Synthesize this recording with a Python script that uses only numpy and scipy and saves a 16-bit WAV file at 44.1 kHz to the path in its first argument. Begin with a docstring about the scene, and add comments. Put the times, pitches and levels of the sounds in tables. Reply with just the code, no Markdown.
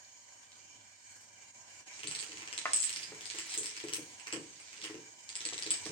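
"""Small dominoes on a mat on a wooden floor in a furnished room, from two microphone ports a hand apart.
An appliance whirrs from the start over a faint mains hum. A brief scuff and a few lone clicks come first.
From 2 s the chain topples: each piece clicks on the next, others rattle, some knock on the boards.
At 2.7 s something larger slaps down flat; softer slaps follow as the chain runs on to the end at 5.9 s.
The ports have a peak near 8 kHz and pass little above it."""
import sys
import numpy as np
from scipy import signal
from scipy.fft import rfft, irfft
from scipy.io import wavfile
from scipy.ndimage import uniform_filter1d

SR = 44100
rng = np.random.default_rng(int(sys.argv[2]) if len(sys.argv) > 2 else 0)


def bounce(signal):
    """Save signal as a 16-bit WAV file at the path given by the first command-line argument."""
    frames = np.transpose(np.atleast_2d(signal))
    limited = np.clip(frames, -1, 1)
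    pcm = np.round(limited * 32767).astype(np.int16)
    wavfile.write(sys.argv[1], SR, pcm)


N = 260831


def amp(db):
    return 10 ** (np.asarray(db) / 20)


def unit_rms(x):
    return x / np.sqrt(np.mean(x ** 2) + 1e-20)


def at_hz(points, hz):
    """Interpolates (frequency, value) points along log frequency."""
    f, value = np.transpose(points)
    return np.interp(np.log(hz + 1), np.log(f + 1), value)


def curve(rows, column=1):
    """One column of a timed table, interpolated to every sample."""
    columns = np.transpose(rows)
    return np.interp(np.arange(N) / SR, columns[0], columns[column])


def drift(samples):
    """A smooth random wander, RMS 1."""
    return unit_rms(uniform_filter1d(uniform_filter1d(rng.standard_normal(N), samples), samples))


def add(mix, s, sound):
    part = mix[..., round(s * SR):][..., :sound.shape[-1]]
    part += sound[..., :part.shape[-1]]


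def pulse(spectrum, size=1024):
    """Minimum-phase pulse with the given spectrum, peak 1."""
    hz = abs(np.fft.fftfreq(4 * size, 1 / SR))
    log_gain = np.log(amp(np.maximum(at_hz(spectrum, hz), -100)))
    x = np.fft.ifft(np.exp(np.conj(signal.hilbert(log_gain)))).real[:size]
    return x / abs(x).max()


def ring(modes, seconds, rise_s):
    """Dying sines that start together, peak 1."""
    t = np.arange(int(seconds * SR)) / SR
    x = sum(amp(db - 60 * t / t60) * np.sin(2 * np.pi * hz * t) for hz, db, t60 in modes)
    x *= 1 - np.exp(-t / rise_s)
    return x / abs(x).max()


# slow rise and fall of the background whirr's level: (time [s], level [dB])
WHIRR_LEVEL = [(0, -55), (.13, -57.5), (1, -57.5), (1.17, -54.5), (1.3, -57), (1.5, -55), (1.7, -54.5),
               (1.9, -52), (2.5, -50.5), (3.2, -50.5), (4.15, -53.5), (4.6, -54.5), (5.2, -54.5),
               (5.91, -47.5)]
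# the level dips briefly: (time [s], depth [dB])
WHIRR_DIPS = [(1.53, -6.5), (1.855, -11.5)]
# broad colour of the whirr at the microphone: (frequency [Hz], relative level [dB])
WHIRR_COLOUR = [(20, -43), (45, -14), (70, -20), (98, -3), (135, -18), (220, -12), (310, -11.5), (400, -16),
                (650, -10), (976, -9), (1330, -18), (2320, -6.5), (2550, -14.5), (3530, -15.5), (6720, -4),
                (8650, -9.5), (9400, -41.5), (11000, -41), (12500, -29), (16000, -31)]
# resonances of the casing: (frequency [Hz], width [Hz], rise [dB])
CASING_PEAKS = [(578, 14, 7), (770, 32, 5.5), (938, 19, 8), (994, 18, 12.5), (1490, 30, 10.5),
                (1596, 68, 11), (1680, 37, 5.5), (2260, 22, 5), (2348, 23.5, 13.5), (2430, 27, 4.5),
                (2770, 110, 6), (3015, 95, 13.5), (3170, 18, 5.5), (3170, 22, 6), (4320, 40, 9.5),
                (5120, 33, 2), (5900, 19, 3.5), (6990, 53, 5), (6600, 66, 12.5), (7540, 14, 10.5)]
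# how alike the whirr is at the two ports: (frequency [Hz], coherence [0-1])
WHIRR_COHERENCE = [(60, 0.56), (180, 1), (550, 0.21), (1650, 0.11), (4970, 0.043), (15000, 0.44)]


def appliance_whirr(right_lag_samples=19, dip_fall_s=.046, dip_rise_s=.02, flutter_db=.9):
    """Noise through the narrow resonances of a casing, gently patchy, a little louder on the right."""
    frames, hz = N // 512 + 5, np.fft.rfftfreq(2048, 1 / SR)
    a, b, c, d, patches = rng.standard_normal((frames, 1025, 5)).T
    left, unrelated = a + 1j * b, c + 1j * d
    coherence = at_hz(WHIRR_COHERENCE, hz)[:, None]
    delay = np.exp(-2j * np.pi * hz * right_lag_samples / SR)[:, None]
    right = coherence * left * delay + np.sqrt(1 - coherence ** 2) * unrelated
    peaks_db = sum(db / (1 + (2 * (hz - f) / width) ** 2) for f, width, db in CASING_PEAKS)
    colour_db = at_hz(WHIRR_COLOUR, hz) + peaks_db
    patches = unit_rms(uniform_filter1d(uniform_filter1d(patches, 20, 0), 8, 1))
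    broad_patches = unit_rms(uniform_filter1d(uniform_filter1d(patches, 120, 0), 14, 1))
    spectra = np.array([amp(-1.2) * left, amp(1.2) * right])
    spectra *= amp(colour_db[:, None] + 1.8 * patches + .6 * broad_patches)
    noise = unit_rms(signal.istft(spectra, nperseg=2048, noverlap=1536)[1][:, :N])
    dips_db = sum(curve([(s - dip_fall_s, 0), (s, db), (s + dip_rise_s, 0)]) for s, db in WHIRR_DIPS)
    return amp(curve(WHIRR_LEVEL) + dips_db + flutter_db * drift(500)) * noise  # it runs unevenly


def mains_hum(hz=100.5, db=-82):
    """A faint mains tone at both ports, wavering in level and pitch."""
    waver = drift(3000)
    phase = 2 * np.pi * np.cumsum(hz + 2.6 * waver[::-1]) / SR
    return amp(db + 2.7 * waver) * np.sqrt(2) * np.sin(phase)


# pieces sliding or being handled: (time [s], level [dB], centre [Hz], width [Hz], t60 [s])
PIECE_SCUFFS = [(0.047, -47, 4530, 497, 0.02), (.43, -63, 3520, 2500, 0.18), (.517, -70, 4200, 3480, 0.14),
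                (1.873, -50.5, 2300, 400, 0.31), (3.028, -36.5, 4920, 450, 0.1),
                (3.773, -41, 5150, 600, 0.039)]


def scuffs():
    """Each slide is a burst of noise in one resonance."""
    out, t = np.zeros((2, N)), np.arange(SR // 4) / SR
    noises = rng.standard_normal((len(PIECE_SCUFFS), 2, len(t)))
    for (s, db, hz, width, t60), noise in zip(PIECE_SCUFFS, noises):
        band = signal.butter(2, (hz - width / 2, hz + width / 2), "band", fs=SR, output="sos")
        envelope = amp(db - 60 * t / t60) * np.minimum(t / (.064 * t60), 1)
        add(out, s, envelope * unit_rms(signal.sosfilt(band, noise)))
    return out


# damped modes of a domino's broad face: (pitch factor [ratio], level [dB], t60 [s])
FACE_MODES = [(.55, -6, .0022), (.74, -5, .0024), (1, 0, .0034), (1.4, -6, .0018)]
# modes of its thin edge: (frequency [Hz], level [dB], t60 [s])
EDGE_MODES = [(7400, -7, .003), (7900, -2, .0035), (8300, 0, .004), (8700, -4, .0035)]
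# tiny pieces make no bass; the ports pass little above their peak
CLICK_BAND = signal.cheby2(8, 45, (600, 9800), "band", fs=SR, output="sos")


def click(hz, edge_db, sizzle_db, detune, tick, sizzle):
    """Piece strikes piece: a bare tick, the damped face, the ring of the edge and a bright sizzle."""
    face_modes = [(hz * k * (1 + .081 * d), db, t60) for (k, db, t60), d in zip(FACE_MODES, detune[::-1])]
    edge_modes = [(f * (1 + .02 * d), db, t60) for (f, db, t60), d in zip(EDGE_MODES, detune)]
    face = amp(-4) * ring(face_modes, seconds=.02, rise_s=.0001)
    edge = amp(edge_db) * ring(edge_modes, seconds=.02, rise_s=.0008)
    tick_db = 5 + 9 * np.log2(hz / 4000)  # softer contacts ring lower and tick less
    return signal.sosfilt(CLICK_BAND, face + amp(tick_db) * tick + edge) + amp(sizzle_db) * sizzle


# clicks along the chain, with a few close echoes of the loud ones:
# (time [s], level [dB], face pitch [Hz], edge ring over the level [dB])
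CHAIN_CLICKS = [(0.4316, -53, 3300, -25), (0.5187, -43, 4000, -16), (0.5928, -51, 4870, -33),
                (1.2088, -40.5, 2330, 0), (1.8755, -59, 2280, -4), (1.9936, -28.5, 3160, -8),
                (2.033, -20.5, 2900, -11), (2.0724, -26.5, 4900, 7), (2.112, -20.5, 3160, -4.5),
                (2.1503, -21.5, 3800, 0), (2.19, -27.5, 4770, 7.5), (2.2074, -38, 5140, 18),
                (2.2265, -22, 3100, -20), (2.3189, -26, 3160, -11), (2.372, -25, 3000, -16),
                (2.4205, -21.5, 2260, -18), (2.4756, -23.5, 3150, -19), (2.5274, -22, 3550, -4),
                (2.578, -21.5, 4620, 4), (2.7334, -23, 5100, 16.5), (2.7524, -32.5, 4830, 10.5),
                (2.7607, -25, 2630, 12), (2.7807, -55, 4800, 5), (2.788, -48, 4800, 16),
                (2.8026, -42, 4830, 26), (2.8287, -27, 5400, 13.5), (2.836, -33, 4200, -5),
                (2.84, -40.5, 5900, 27), (2.847, -48, 4080, 19), (2.8612, -33, 4800, -11),
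                (2.8941, -25.5, 4570, 4.5), (2.9277, -29.5, 5500, 7.5), (2.9608, -24, 4770, 0),
                (3.0008, -31, 2300, -6), (3.023, -28.5, 3400, -1), (3.03, -35, 5000, 4),
                (3.1475, -33, 2440, -12), (3.2088, -27.5, 3460, -3), (3.256, -29.5, 4900, 3),
                (3.3006, -26, 4830, -2), (3.3486, -23, 2320, -8), (3.3861, -20.5, 3530, 0.5),
                (3.361, -36, 2320, -12), (3.4591, -30, 2630, -12), (3.495, -35.5, 5670, -15),
                (3.5005, -34, 3400, 8), (3.52, -43.5, 4600, 14.5), (3.54, -26.5, 4600, 6),
                (3.5763, -32.5, 4430, 20.5), (3.594, -43, 4630, 21.5), (3.622, -40, 2660, -19),
                (3.632, -34, 5340, 12), (3.658, -27.5, 4800, 7.5), (3.7016, -35, 5260, -6),
                (3.7665, -26, 3140, -11), (3.8016, -26, 3230, -9), (3.8394, -25, 2350, -6),
                (3.8849, -21.5, 3220, -11), (3.928, -21.5, 2840, -9), (3.935, -23.5, 5180, 8.5),
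                (3.9559, -23.5, 3150, -14), (4.1979, -32, 3100, -2), (4.268, -24.5, 2140, -16),
                (4.2709, -21.5, 3000, -17), (4.326, -16.5, 3170, -3), (4.332, -20.5, 1980, -15),
                (4.3357, -28, 2860, -16), (4.599, -31, 2030, -5), (4.73, -29, 2740, -25),
                (4.779, -34, 3270, -26), (4.816, -27, 3320, -7), (4.8371, -32.5, 5150, 2),
                (4.8408, -18, 2770, -8), (4.8593, -25.5, 2110, -30), (4.879, -30, 1910, -25),
                (4.9002, -27, 1830, -18), (4.9433, -29, 2940, -14), (5.291, -31, 5240, 6),
                (5.3541, -28, 5250, 10.5), (5.406, -23, 3700, -7), (5.439, -49, 4460, -11),
                (5.4523, -22.5, 4700, 5.5), (5.4889, -27, 4300, -21), (5.5333, -25.5, 4700, 0),
                (5.5794, -23, 4170, -1), (5.6239, -23, 4600, -1.5), (5.664, -26.5, 4940, -10),
                (5.7053, -18.5, 3440, 9), (5.7108, -21.5, 4600, 8.5), (5.7175, -36, 4500, 8),
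                (5.74, -29, 4700, -4), (5.8545, -30.5, 5200, 4)]
# how each place on the mat sounds at the ports: (time [s], sizzle over the level [dB], left-right [dB])
CHAIN_PLACES = [(0.5, -50, -16), (1.2, -14, 1), (2.0, -28, 1), (2.22, -20.5, -1.5), (2.45, -33, 4),
                (2.8, -9.5, 1.5), (3.3, -24.5, 0), (3.6, -6, 2), (3.85, -29.5, 2), (3.95, -5.5, 0),
                (4.2, -24.5, -2.5), (4.9, -26, 0.5), (5.5, -26, 3), (5.9, -12, -1)]
# colour of the sizzle: (frequency [Hz], relative level [dB])
SIZZLE_COLOUR = [(8000, -61), (9800, -15.5), (11500, -21.5), (13000, -26.5), (14500, -36), (16000, -18.5)]


def chain_clicks(tick):
    """The clear clicks and a few close echoes; sizzle and side change along the mat."""
    out, t = np.zeros((2, N)), np.arange(len(tick)) / SR
    bursts = rng.standard_normal((len(CHAIN_CLICKS), len(t))) * amp(-60 * t / .02)
    chances = rng.standard_normal((len(CHAIN_CLICKS), 12))
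    sizzle_db, pan_db = curve(CHAIN_PLACES), curve(CHAIN_PLACES, column=2)
    for (s, db, hz, edge_db), burst, chance in zip(CHAIN_CLICKS, bursts, chances):
        at = round(s * SR)
        detune, shifts, stray_db = chance[:4], chance[4:11], 4 * chance[11]
        sizzle = np.convolve(burst, pulse(SIZZLE_COLOUR, size=256))[:len(t)]
        sound = click(hz, edge_db, sizzle_db[at], detune, tick, sizzle / abs(sizzle).max())
        sides_db = np.array([[.5], [-.5]]) * (pan_db[at] + stray_db)
        add(out, s + .0004, amp(db + sides_db) * at_ports(sound, shifts, early_db=-3))
    return out


# pieces settling on the mat: (time [s], level [dB])
RATTLE_LEVEL = [(1.8, -83), (1.94, -54.5), (2.55, -56.5), (2.77, -45.5), (2.95, -51), (3.1, -56.5),
                (3.19, -64), (3.29, -52), (3.42, -46), (3.6, -47), (3.72, -52.5), (3.84, -52),
                (3.97, -62.5), (4.63, -61), (4.79, -53.5), (4.98, -63), (5.27, -90), (5.31, -64),
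                (5.36, -52.5), (5.76, -57.5), (5.91, -52)]


def settling_rattle(tick, clicks_per_s=350, kinds=16):
    """Settling pieces make a thin rattle of small clicks at random times."""
    strength = amp(3.5 * np.minimum(rng.exponential(1, N), 4))
    blows = strength * (rng.random(N) < clicks_per_s / SR)
    kind, rattle = rng.integers(0, kinds, N), np.zeros((2, N))
    for k, chance in enumerate(rng.random((kinds, 12))):
        hz, detune, shifts = 2000 + 3000 * chance[0], 2 * chance[1:5] - 1, 4 * chance[5:] - 2
        sound = click(hz, edge_db=-2.5, sizzle_db=-65, detune=detune, tick=tick, sizzle=tick)
        heard = at_ports(sound, shifts, early_db=-.3)
        rattle += signal.oaconvolve((blows * (kind == k))[None], heard, axes=1)[:, :N]
    started = np.arange(N) > RATTLE_LEVEL[0][0] * SR
    return amp(curve(RATTLE_LEVEL)) * started * unit_rms(rattle)


# colour of the bare contact: (frequency [Hz], relative level [dB])
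TICK_COLOUR = [(600, -16.5), (1400, 3), (2000, 8), (4500, 7.5), (6000, 8), (8300, 11), (9500, -66.5),
               (16000, 8.5)]
# microphone colour, applied to the clicks and rattle: (frequency [Hz], gain [dB])
MICROPHONE_COLOUR = [(1500, -6.5), (2000, -1), (3000, 0), (3700, -0.5), (4500, 2), (5100, 3.5), (6000, 5.5),
                     (7000, -2.5)]


def dominoes():
    """The clicks and the rattle, coloured by the microphone."""
    tick = pulse(TICK_COLOUR, size=SR // 50)
    clatter = chain_clicks(tick) + settling_rattle(tick)
    return irfft(rfft(clatter) * amp(at_hz(MICROPHONE_COLOUR, np.fft.rfftfreq(N, 1 / SR))), N)


# dull knocks on the floor: (time [s], level [dB], pitch the spot favours [Hz])
FLOOR_KNOCKS = [(2.044, -46, 242), (2.07, -50, 239), (2.12, -58, 247), (2.29, -53, 385), (2.33, -53.5, 346),
                (3.087, -56.5, 133), (3.119, -44, 504), (3.344, -49, 464), (3.573, -46.5, 453),
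                (3.61, -46, 407), (3.839, -37, 426), (3.884, -51, 443), (3.927, -47, 375),
                (3.983, -41, 346), (4.331, -36, 450), (4.364, -39.5, 350), (4.385, -49, 327),
                (4.421, -56, 307), (4.455, -55, 313), (4.79, -58, 446), (4.834, -51, 400),
                (4.897, -44, 335), (4.944, -40, 338), (4.975, -55, 308), (5.454, -50, 367),
                (5.525, -45.5, 380), (5.662, -44, 340), (5.859, -38.5, 557), (5.894, -41, 151)]
# modes of the floorboards: (frequency [Hz], level [dB], t60 [s])
BOARD_MODES = [(86.4, -12, 0.16), (164, 1, 0.08), (240, -6, 0.08), (312, -1, 0.055), (350, -5, 0.05),
               (390, -2, 0.06), (446.2, 3, 0.055), (500, -10, 0.034), (660, -11, 0.029), (990, -6, 0.023)]


def floor_knocks(landing_db=-34, landing_hz=330, board_spread=.035):
    """Knocks ring the boards, each tuned a little differently; modes near the spot's pitch win."""
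    out = np.zeros((2, N))
    # every toppled piece also thumps the boards faintly through the mat
    spots_hz = landing_hz * 2 ** rng.uniform(-.61, 1, len(CHAIN_CLICKS))
    blows = FLOOR_KNOCKS + [(s, db + landing_db, hz) for (s, db, *_), hz in zip(CHAIN_CLICKS, spots_hz)]
    for (s, db, spot_hz), chance in zip(blows, rng.standard_normal((len(blows), 7 + len(BOARD_MODES)))):
        shifts, detune = chance[:7], chance[7:]
        modes = [(hz * (1 + board_spread * d), mode_db - 7.7 * abs(np.log2(hz / spot_hz)), t60)
                 for (hz, mode_db, t60), d in zip(BOARD_MODES, detune)]
        knock = ring(modes, seconds=.28, rise_s=.0025)
        add(out, s, amp(db) * at_ports(knock, shifts, early_db=-.089))
    return out


# something larger landing flat, nearer the middle between the ports: (time [s], level [dB])
FLAT_LANDINGS = [(2.6549, -20), (3.12, -42.5), (5.525, -40), (5.863, -38)]
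# colour of a slap: (frequency [Hz], relative level [dB])
SLAP_COLOUR = [(150, -40), (350, -21), (700, -7), (1100, -4), (1500, -8), (2000, -3), (2900, -16),
               (3700, -28), (5000, -24), (9000, -50)]


def slaps(chatter_t60_s=.075):
    """A larger object lands on two edges in quick turn and chatters as it settles."""
    out, t = np.zeros((2, N)), np.arange(SR // 15) / SR
    for (s, db), shifts in zip(FLAT_LANDINGS, rng.standard_normal((len(FLAT_LANDINGS), 7))):
        force = amp(-19 - 60 * t / chatter_t60_s) * rng.standard_normal(len(t))
        force[[35, 100]] += 1  # the two edges
        slap = np.convolve(force, pulse(SLAP_COLOUR))
        add(out, s, amp(db) * at_ports(slap, shifts, early_db=-12.5, right_lag_samples=4))
    return out


# first reflections at the left and right port: (delay [s], level [dB], level above 6.5 kHz [dB])
LEFT_REFLECTIONS = [(.003, -8.5, -2), (.006, -4.5, -23), (.0096, -3, 3.5), (.0125, -14.5, -15),
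                    (.019, -18, -1.5), (.028, -9.5, -26), (.035, -26, -7.5)]
RIGHT_REFLECTIONS = [(.003, -6.5, -11), (.006, -7, 1.5), (.0097, 1.5, -8), (0.0123, -6.5, 2),
                     (0.0171, -5.5, -4), (.026, -43, -22), (.036, -2, -44)]
TREBLE_SPLIT = signal.firwin(41, 6500, pass_zero=False, fs=SR)[None]


def at_ports(sound, shifts, early_db, right_lag_samples=11):
    """The direct sound at both ports and its first reflections, whose delays shift with the spot."""
    taps, treble = np.zeros((2, 2, SR // 20))
    lag = round(np.clip(right_lag_samples + .8 * shifts[0], 0, 20))
    taps[0, 0] = taps[1, lag] = 1
    for port, reflections in enumerate((LEFT_REFLECTIONS, RIGHT_REFLECTIONS)):
        for (s, db, treble_db), shift in zip(reflections, shifts):
            at = round(s * (1 + .025 * shift) * SR)
            taps[port, at] = amp(db + early_db)
            treble[port, at] = amp(treble_db + early_db) - taps[port, at]
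    taps += signal.fftconvolve(treble, TREBLE_SPLIT, "same", axes=1)
    return signal.fftconvolve(sound * np.ones((2, 1)), taps, axes=1)


# main decay of the furnished room: (frequency [Hz], t60 [s])
ROOM_DECAY = [(200, 0.57), (1000, 0.27), (3000, 0.11), (8000, 0.098), (14000, 0.033)]


def room(x, tail_db, rise_s=.007):
    """Adds the diffuse tail scattered by the furniture: sparse echoes, each band dying at its own speed."""
    size = SR // 2
    taps = np.zeros((2, size))
    grid = np.arange(40, size - 20, 20)
    at = grid + rng.integers(0, 20, (2, len(grid)))
    np.put_along_axis(taps, at, rng.choice([-1., 1.], at.shape), 1)
    hz, t, spectra = signal.stft(taps, SR, nperseg=256)
    fall = amp(-60 * t / at_hz(ROOM_DECAY, hz)[:, None])
    fall += amp(-9 - 60 * t / .43)  # a weaker decay common to all bands
    tail = signal.istft(spectra * fall, SR, nperseg=256)[1][:, :size]
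    tail *= 1 - np.exp(-np.arange(size) / SR / rise_s)
    return x + signal.fftconvolve(x, tail * amp(tail_db) / np.linalg.norm(tail[0]), axes=1)[:, :N]


def scene():
    """The room as heard from the microphone position."""
    left, right = room(floor_knocks(), tail_db=-10)
    # long waves from the floor reach both ports almost alike
    floor = (left + right) / 2 + amp(-15) * (left - right) * np.array([[1], [-1]])
    pieces = room(dominoes() + scuffs(), tail_db=-4)  # clicks and scuffs with a short, clear room tail
    return pieces + floor + room(slaps(), tail_db=-8.5) + appliance_whirr() + mains_hum()


# the two ports differ in colour: (frequency [Hz], left-right [dB])
PORT_BALANCE = [(60, 6), (150, -1), (380, 3.5), (950, 1.5), (2380, -1), (5980, -2), (15000, 6.5)]


def record(dry):
    """The microphone: port colours, a bass roll-off at 70 Hz and a band limit at 16 kHz."""
    lean_db = at_hz(PORT_BALANCE, np.fft.rfftfreq(N, 1 / SR)) / 2
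    ports = irfft(rfft(dry) * amp([lean_db, -lean_db]), N)
    ports = signal.sosfilt(signal.butter(2, 70, "high", fs=SR, output="sos"), ports)
    return signal.oaconvolve(ports, signal.firwin(511, 16000, window=("kaiser", 9), fs=SR)[None], "same")


dry = scene()
out = record(dry)
bounce(out)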